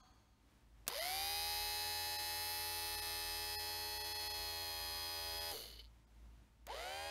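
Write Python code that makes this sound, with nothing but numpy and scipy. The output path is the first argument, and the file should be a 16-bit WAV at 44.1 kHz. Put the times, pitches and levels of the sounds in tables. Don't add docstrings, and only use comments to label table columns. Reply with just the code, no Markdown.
import sys
import numpy as np
from scipy import signal
from scipy.fft import rfft, irfft
from scipy.io import wavfile
from scipy.ndimage import uniform_filter1d

SR = 44100
rng = np.random.default_rng(int(sys.argv[2]) if len(sys.argv) > 2 else 0)


def file_out(sig):
    cols = np.atleast_2d(sig).T
    lim = np.clip(cols, -1, 1)
    pcm = np.round(lim * 32767).astype(np.int16)
    wavfile.write(sys.argv[1], SR, pcm)


def how_loud(loudness_db):
    steps = np.asarray(loudness_db, float) / 20
    return 10 ** steps


N = 313110
TIME = np.arange(N) / SR
ON_S, OFF_S, AGAIN_S = .872, 5.516, 6.668
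CATCH_S, SQUEAK_S = 5.89, 5.791
FULL_HZ = 83.5
BARS = 10


def curve(rows, column):
    rows = np.array(rows, float)
    return np.interp(TIME, rows[:, 0], rows[:, column])


def shape(table, hz):
    table = np.array(table, float)
    return np.interp(np.log(np.maximum(hz, 1)), np.log(table[:, 0]), table[:, 1])


def rings(peaks, hz):
    return np.sqrt(sum(how_loud(db) ** 2 / (1 + (2 * (hz - f) / w) ** 2) for f, w, db in peaks))


def colour(x, gain):
    cepstrum = irfft(np.log(gain(np.fft.rfftfreq(4096, 1 / SR)) + 1e-6))
    cepstrum[1:2048] *= 2
    cepstrum[2049:] = 0
    response = irfft(np.exp(rfft(cepstrum)))
    return signal.fftconvolve(x, response)[:len(x)]


def unit(x):
    return x / np.sqrt(np.mean(x ** 2))


def drift(size, steps):
    x = rng.standard_normal(size)
    for _ in range(2):
        x = uniform_filter1d(x, int(steps), axis=0)
    return unit(x)


def coasting_gate():
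    return uniform_filter1d(1. * ((TIME > OFF_S) & (TIME < AGAIN_S)), size=900)


# frequency in Hz, gain in dB.
REVERSED_TILT = [(400, 6.5), (2900, 1.5), (5000, -6.5), (7500, 7), (10000, -1.5), (12500, -6.5),
                 (14500, -4)]


def motor():
    hz, angle = shaft()
    sound = magnets(hz, angle) + brushes(hz, angle)
    backwards = colour(sound, lambda f: how_loud(shape(REVERSED_TILT, f)))
    spectrum = rfft(np.where(TIME < AGAIN_S, sound, backwards))
    f = np.fft.rfftfreq(N, 1 / SR)
    low = 1 / (1 + (f / 1500) ** 8)
    high = 1 / (1 + (5600 / np.maximum(f, 1)) ** 16)
    regions = [irfft(spectrum * share, N) for share in (low, 1 - low - high, high)]
    steady = (TIME > 1.5) & (TIME < OFF_S)
    out = sum(part / part[steady].std() * how_loud(db) for part, db in zip(regions, loudness(hz)))
    shake_level = np.sqrt(2) * how_loud(-62 + 0.8 * drift(N, 4000))
    near_full = np.clip((hz - 70.6) / 9, 0, 1) ** 2
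    out += shake_level * near_full * np.sin(2 * np.pi * angle)
    edges_s = [ON_S, ON_S + 0.025, CATCH_S - .05, CATCH_S, AGAIN_S, AGAIN_S + 0.018]
    return out * np.interp(TIME, edges_s, [0, 1, 1, 0, 0, 1])


# time in seconds, turns per second in Hz.
FREE_SPEED = [(1.95, 83.8), (2.76, 84.5), (3.1, 83.8), (3.6, 83.8), (3.96, 84.4), (4.18, 84.2),
              (4.74, 82.7), (5.33, 82.9), (5.49, 83.4)]
# gap in Hz, time constant in seconds.
SPIN_UP = [(38.14, .07), (24.94, .2)]


def shaft():
    drag_s, rub_hz = .5, 55.4
    backwards_gain_hz = 1.6
    since = np.maximum(TIME - np.where(TIME < AGAIN_S, ON_S, AGAIN_S), 0)
    free = curve(FREE_SPEED, 1) + backwards_gain_hz * (TIME > AGAIN_S - .01)
    powered = free - sum(gap * np.exp(-since / tau) for gap, tau in SPIN_UP)
    coast = (free + rub_hz) * np.exp(-np.abs(TIME - OFF_S) / drag_s) - rub_hz
    unpowered = (TIME > OFF_S) & (TIME < AGAIN_S - .01)
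    hz = np.where(unpowered, np.maximum(coast, 2), powered)
    hz = uniform_filter1d(hz, size=400, mode="nearest") * (1 + .0006 * drift(N, 900))
    return hz, np.cumsum(hz) / SR


MULTIPLES = [4, 5, 7, 8, 10, 11, 12, 13, 14, 15, 18, 20, 21, 22, 23, 25, 30, 31, 39, 40, 47, 48, 49, 50, 51,
             52, 58, 59, 60, 61]
STAGE_S = [1.8, 5.0, 6.0]
# level in dB early, in dB late, in dB reversed.
TONE_LEVELS = [(-32, -27, -31.5), (-23.5, -21, -24.5), (-29, -23.5, -14.5), (-26.5, -21, -17),
               (-10, -14.5, -11), (-26.5, -21, -24), (-40.5, -22.5, -26.5), (-41.5, -22, -26),
               (-28, -22.5, -37), (-28.5, -21.5, -27), (-34.5, -25.5, -26), (-24, -28, -16),
               (-16, -17, -18), (-19, -16.5, -28), (-18.5, -16, -15), (-12.5, -14.5, -20), (-19, -19, -23),
               (-15, -14.5, -14.5), (-19, -16.5, -16.5), (-28.5, -6, -12), (-12.5, -29.5, -29),
               (-10.5, -19, -17), (-13, -20, -37), (-12, -17.5, -27), (-16, -3, -17), (-10.5, -17.5, -27),
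               (-10, -13.5, -40), (-12, -6, -3.5), (-8, -17, -16), (-13, -6.5, -13.5)]


def magnets(hz, angle):
    s, speed = TIME[::64], hz[::64]
    collapse = how_loud(-24) + np.exp(-np.abs(s - OFF_S) / .012)
    current = np.where((s > OFF_S) & (s < AGAIN_S), collapse, 1).clip(0, 1)
    slack = np.clip(1 - speed / FULL_HZ, 0, 1)
    size = (len(s), len(MULTIPLES))
    sway, flutter = drift(size, 250).T, drift(size, 10).T
    starts = rng.random(len(MULTIPLES))
    bar_fade = {BARS: 0, 2 * BARS: -.35, 3 * BARS: .3}
    out = np.zeros(N)
    for k, stage_db, slow, quick, start in zip(MULTIPLES, TONE_LEVELS, sway, flutter, starts):
        calm = .3 if k == BARS else 1
        db = np.interp(s, STAGE_S, stage_db) + (1.2 * slow + 1.08 * quick) * calm + 9 * slack * quick
        db -= slack * k * bar_fade.get(k, 1.6) + 45 * slack ** 2
        if k == 3 * BARS:
            db += (80 * slack - 300 * slack ** 2) * (s < OFF_S)
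        gain = how_loud(db) * current * body(k * speed) / body(k * FULL_HZ)
        shake = (.02 * min(k / 30, 1) + .5 * slack) * np.roll(quick, 500)
        turns = k * angle + start + np.interp(TIME, s, shake)
        out += np.interp(TIME, s, gain) * np.sin(2 * np.pi * turns)
    return np.sqrt(2) * out


# frequency in Hz, width in Hz, level in dB.
LOOSE_BEARINGS = [(450, 69, -1.5), (674, 290, -9), (2160, 190, -9), (2994, 100, 3.5), (3587, 430, -4.5),
                  (4350, 570, 1), (4460, 440, -3)]


def brushes(hz, angle):
    pace = np.clip(hz / FULL_HZ, .05, 1)
    coasting = coasting_gate()
    strain = (1 - pace) * (1 - coasting)
    blur = SR * (2e-6 + 1e-4 * strain + 4e-4 * coasting)
    edges = unit(ticks(angle, count=BARS, uneven=.11, spread_db=2.5, wear=.018, throb_db=3, blur=blur))
    spots = unit(ticks(angle, count=37, uneven=.3, spread_db=4, wear=.05, throb_db=3, blur=blur))
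    bars = unit(ticks(angle, count=BARS, uneven=.02, spread_db=3, wear=.01, throb_db=2, blur=0 * blur))
    rub_db = -8.5 + 3 * np.cos(4 * np.pi * angle) + 23.8 * strain
    rub = rng.standard_normal(N) * how_loud(rub_db)
    clicks = (edges + how_loud(5.0) * spots * pace ** 0.52) / np.sqrt(pace)
    source = colour(clicks, lambda f: f ** 2 / (f ** 2 + 1300 ** 2))
    source += colour(rub, lambda f: f / np.hypot(f, 1700))
    driven = unit(colour(source, body))
    knocks = colour(bars / np.sqrt(pace), lambda f: f ** 4 / (f ** 4 + 2800 ** 4))
    knocks = knocks + how_loud(-4) * edges + pace * (how_loud(-6) * spots + how_loud(3) * rub)
    slap = coasting * how_loud(2.6 * np.cos(2 * np.pi * angle + 1.55)) * knocks
    loose = colour(slap, lambda f: rings(LOOSE_BEARINGS, f) ** 1.28 * dips(f) ** 2)
    return driven * how_loud(-5 * coasting) + how_loud(-1.5) * loose / loose[coasting > .5].std()


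def ticks(angle, count, uneven, spread_db, wear, throb_db, blur):
    turns = int(90 * N / SR)
    place = np.arange(count) + uneven * rng.standard_normal(count) + wear * drift((turns, count), 53)
    size_db = spread_db * (rng.uniform(-0.9, 0.85, count) + 0.82 * drift((turns, count), 80))
    size_db = size_db + throb_db * np.cos(4 * np.pi * place / count)
    click_angle = (np.arange(turns)[:, None] + place / count).ravel()
    at = np.interp(click_angle, angle, np.arange(N), right=N + 99)
    at = at + np.interp(at, np.arange(N), blur) * rng.standard_normal(len(at))
    taps = np.floor(at).astype(int)[:, None] + np.arange(-7, 9)
    lag = taps - at[:, None]
    weights = how_loud(size_db).ravel()[:, None] * np.sinc(lag) * np.cos(np.pi * lag / 16) ** 2
    return np.bincount(np.clip(taps, 0, N).ravel(), weights.ravel(), N + 1)[:N]


# frequency in Hz, level in dB per Hz.
HOUSING = [(250, -28.5), (450, -13.5), (900, -14), (1450, -13), (2200, -11.5), (3050, -12), (4200, -9.5),
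           (5100, -9.5), (5600, -6.5), (6800, -11.5), (7900, -16), (9200, -13.5), (10400, -12.5),
           (11700, -7.5), (15500, -14.5)]
# frequency in Hz, width in Hz, lift in dB.
CASE = [(400, 48, 1), (734, 262, 14), (2040, 200, 11), (3050, 143, 11.5), (3780, 370, 6), (4180, 92, 7.5),
        (4790, 396, 8.5), (9090, 510, 6), (10496, 460, 10.5), (11270, 140, 7.5), (12770, 79, 11),
        (12600, 93, -21.5)]


def body(hz):
    return how_loud(shape(HOUSING, hz)) * (1 + rings(CASE, hz)) * dips(hz)


# frequency in Hz, width in Hz, depth from 0 to 1.
BENCH_NOTCHES = [(5580, 260, .9), (7950, 450, .7), (10400, 450, .85), (13050, 300, .6)]


def dips(hz):
    return np.prod([1 - depth / (1 + (2 * (hz - f) / w) ** 2) for f, w, depth in BENCH_NOTCHES], axis=0)


# time in seconds, level change in dB.
PHONE_DISTANCE = [(1.3, 0), (2.25, 0), (3.1, -1.53), (3.9, -3), (4.3, -3), (4.9, -5.5), (5.3, -5),
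                  (5.5, -3.5)]
# level in dB at full speed, dB per slack, dB per slack squared,
# share of the distance loss from 0 to 1, change in dB when reversed.
POWERED = [
    (-50, 3.5, -2, 0.57, -4.5),
    (-44, 19.5, -52.5, 0.86, -0.5),
    (-47.5, -4.5, -33, .9, -6),
]
# level in dB, dB per slack squared.
COASTING = [
    (-50.5, -30),
    (-52.5, -18),
    (-46.5, -39),
]


def loudness(hz):
    slack = np.clip(1 - hz / FULL_HZ, 0, 1)
    off = coasting_gate()
    distance_db = curve(PHONE_DISTANCE, 1)
    jolt_db = 5 * np.exp(-((TIME - SQUEAK_S - .008) / .014) ** 2)
    levels = []
    for (db, a, b, share, back_db), (coast_db, c) in zip(POWERED, COASTING):
        powered = db + a * slack + b * slack ** 2 + share * distance_db + back_db * (TIME > AGAIN_S)
        coasting = coast_db + c * slack ** 2 + jolt_db
        levels.append((1 - off) * powered + off * coasting)
    return levels


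# start in seconds, peak in dB, brightness in dB, tail in dB, tail decay in seconds.
SNAPS = [
    (.8662, -46, -25, -6, .004),
    (.8683, -42, -6, -4, .003),
    (.8797, -13, 5, -18, .007),
    (5.5153, -26, 3, -22, .002),
    (6.667, -44, 0, -6, .002),
    (6.6685, -33, -1, -10, .003),
]
CLIP_MODES = [(974, -16.5, 1.8), (4160, -15.5, 5.0), (5400, -34.5, 0.054), (6970, -15, 0.3), (6850, 4, 0.1),
              (9250, 2.5, 0.072), (12300, -23, 0.1), (14000, -20.5, 5.0)]
# frequency in Hz, level in dB, t60 in seconds.
SQUEAK = [(3020, -46, 0.056), (2230, -60, 0.06)]


def snaps():
    out, t = np.zeros(N), np.arange(4000) / SR

    def mode(f, db, t60):
        return how_loud(db) * np.exp(-np.log(1000) * t / t60) * np.sin(2 * np.pi * f * t)

    ring = sum(mode(f, db, min(t60, .012)) for f, db, t60 in CLIP_MODES)
    for s, db, bright_db, tail_db, tail_s in SNAPS:
        crack = rng.standard_normal(len(t)) * how_loud(tail_db) * np.exp(-t / tail_s)
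        crack[:5] += [.6, 1, -1, -.8, .5]
        tilt = [(300, 8.2), (2500, 7.6), (9000, bright_db), (15000, bright_db)]
        hit = colour(crack + how_loud(-23.5) * ring, lambda f: how_loud(shape(tilt, f)))
        out[int(s * SR):][:len(t)] += how_loud(db) * hit / np.abs(hit).max()
    squeak = sum(mode(*row) for row in SQUEAK)
    out[int(SQUEAK_S * SR):][:len(t)] += squeak * (1 - np.exp(-t / 0.0011))
    return out


# time in seconds, pitch in Hz, level in dB.
ENGINE = [(0, 58.4, -75), (.5, 53.9, -70), (1.1, 49.7, -64), (1.68, 49, -59), (1.82, 45.4, -66),
          (2.4, 46.1, -70), (2.8, 49.2, -65), (3.24, 45.5, -60), (3.7, 51, -67), (4.2, 53.8, -63),
          (4.41, 53.4, -61.5), (5.5, 56.4, -63.5), (6.3, 55.4, -61.5), (7.1, 56.6, -63.5)]


def engine():
    lope_hz, peak_s = 2.15, 4.41
    depth = 0.63 * np.clip((TIME - peak_s + 0.55) / 0.26, 0, 1)
    lope = depth * np.cos(2 * np.pi * lope_hz * (TIME - peak_s))
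    level = how_loud(curve(ENGINE, 2) + 1.5 * drift(N, 2500) * (TIME < peak_s))
    hum = level * (1 + lope) * np.sin(2 * np.pi * np.cumsum(curve(ENGINE, 1)) / SR)
    rumble = unit(colour(rng.standard_normal(N), lambda f: rings([(58, 33, 0)], f) ** 2))
    return np.sqrt(2) * hum + how_loud(-74.0) * rumble


# frequency in Hz, width in Hz, level in dB.
CLINK = [(755, 28, 3.5), (1025, 30, 3.5), (1240, 56, 2), (1560, 55, -5.5), (3310, 61, -4.5),
         (4320, 140, -4), (4600, 23, -2), (6460, 160, -8)]


def clink():
    ring = unit(colour(rng.standard_normal(N), lambda f: rings(CLINK, f)))
    return ring * how_loud(-67.5 - 60 * TIME / 1.27)


# frequency in Hz, level in dB per Hz.
AIR = [(53, -40), (90, -6.5), (119, -11.5), (162, -16), (303, -15.5), (419, -24.5), (647, -23),
       (3150, -31.5), (16000, -44)]
# frequency in Hz, level in dB.
MAINS_LINES = [(112, -80), (210, -85.5), (905, -88.5)]


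def shed():
    air = unit(colour(rng.standard_normal(N), lambda f: how_loud(shape(AIR, f))))
    swell_db = np.interp(TIME, [0, .8, 5.9, 7.1], [0.3, 0.24, 0.91, 0.12]) + 1.4 * drift(N, 6000)
    lines = sum(how_loud(db) * np.sin(2 * np.pi * f * TIME) for f, db in MAINS_LINES)
    return air * how_loud(-72 + swell_db) + np.sqrt(2) * lines


def scene():
    return (motor() + snaps() + engine() + clink() + shed())[None]


# centre in seconds, depth in dB under the strongest beyond which bands
THIN_MOMENTS = [(.023, 9), (.128, 17), (1.004, 11), (2.177, 7.5), (2.968, 8.5), (3.01, 5.5), (3.566, 7),
                (3.574, 8.5), (3.584, 8.5), (3.991, 8), (4.032, 7.5), (4.139, 7), (4.182, 8.5), (4.29, 6.5),
                (4.331, 8), (5.398, 8.5), (6.06, 17), (6.423, 24), (6.722, 21)]


def thin_out(x):
    size = 1882
    out = x.copy()
    window = np.sin(np.pi * (np.arange(size) + .5) / size)
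    favour = [(100, 4), (450, 6), (1500, 3), (4500, -2), (7000, 8), (12000, 5), (16000, -2)]  # Hz, dB
    tilt = how_loud(shape(favour, np.fft.rfftfreq(size, 1 / SR)))
    for s, keep_db in THIN_MOMENTS:
        frame = out[0, int(s * SR) - size // 2:][:size]
        bins = rfft(frame * window)
        band = np.sqrt(uniform_filter1d(np.abs(bins * tilt) ** 2, size=5))
        masker = np.sqrt(band.max() * 2 * uniform_filter1d(band, size=70))
        lost = 1 / (1 + (band / masker * how_loud(keep_db)) ** 12)
        kept = (1 - lost) * how_loud(1.5)
        frame -= window ** 3 * irfft(bins * (1 - kept), size)
    return out


def top_cut(x):
    return signal.sosfilt(signal.butter(12, 17040, fs=SR, output="sos"), x)


def record(dry):
    treble_cut = signal.ellip(10, .3, 55, 15680, fs=SR, output="sos")
    mix = thin_out(signal.sosfilt(treble_cut, dry))
    return top_cut(mix)


dry = scene()
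out = record(dry)
file_out(out)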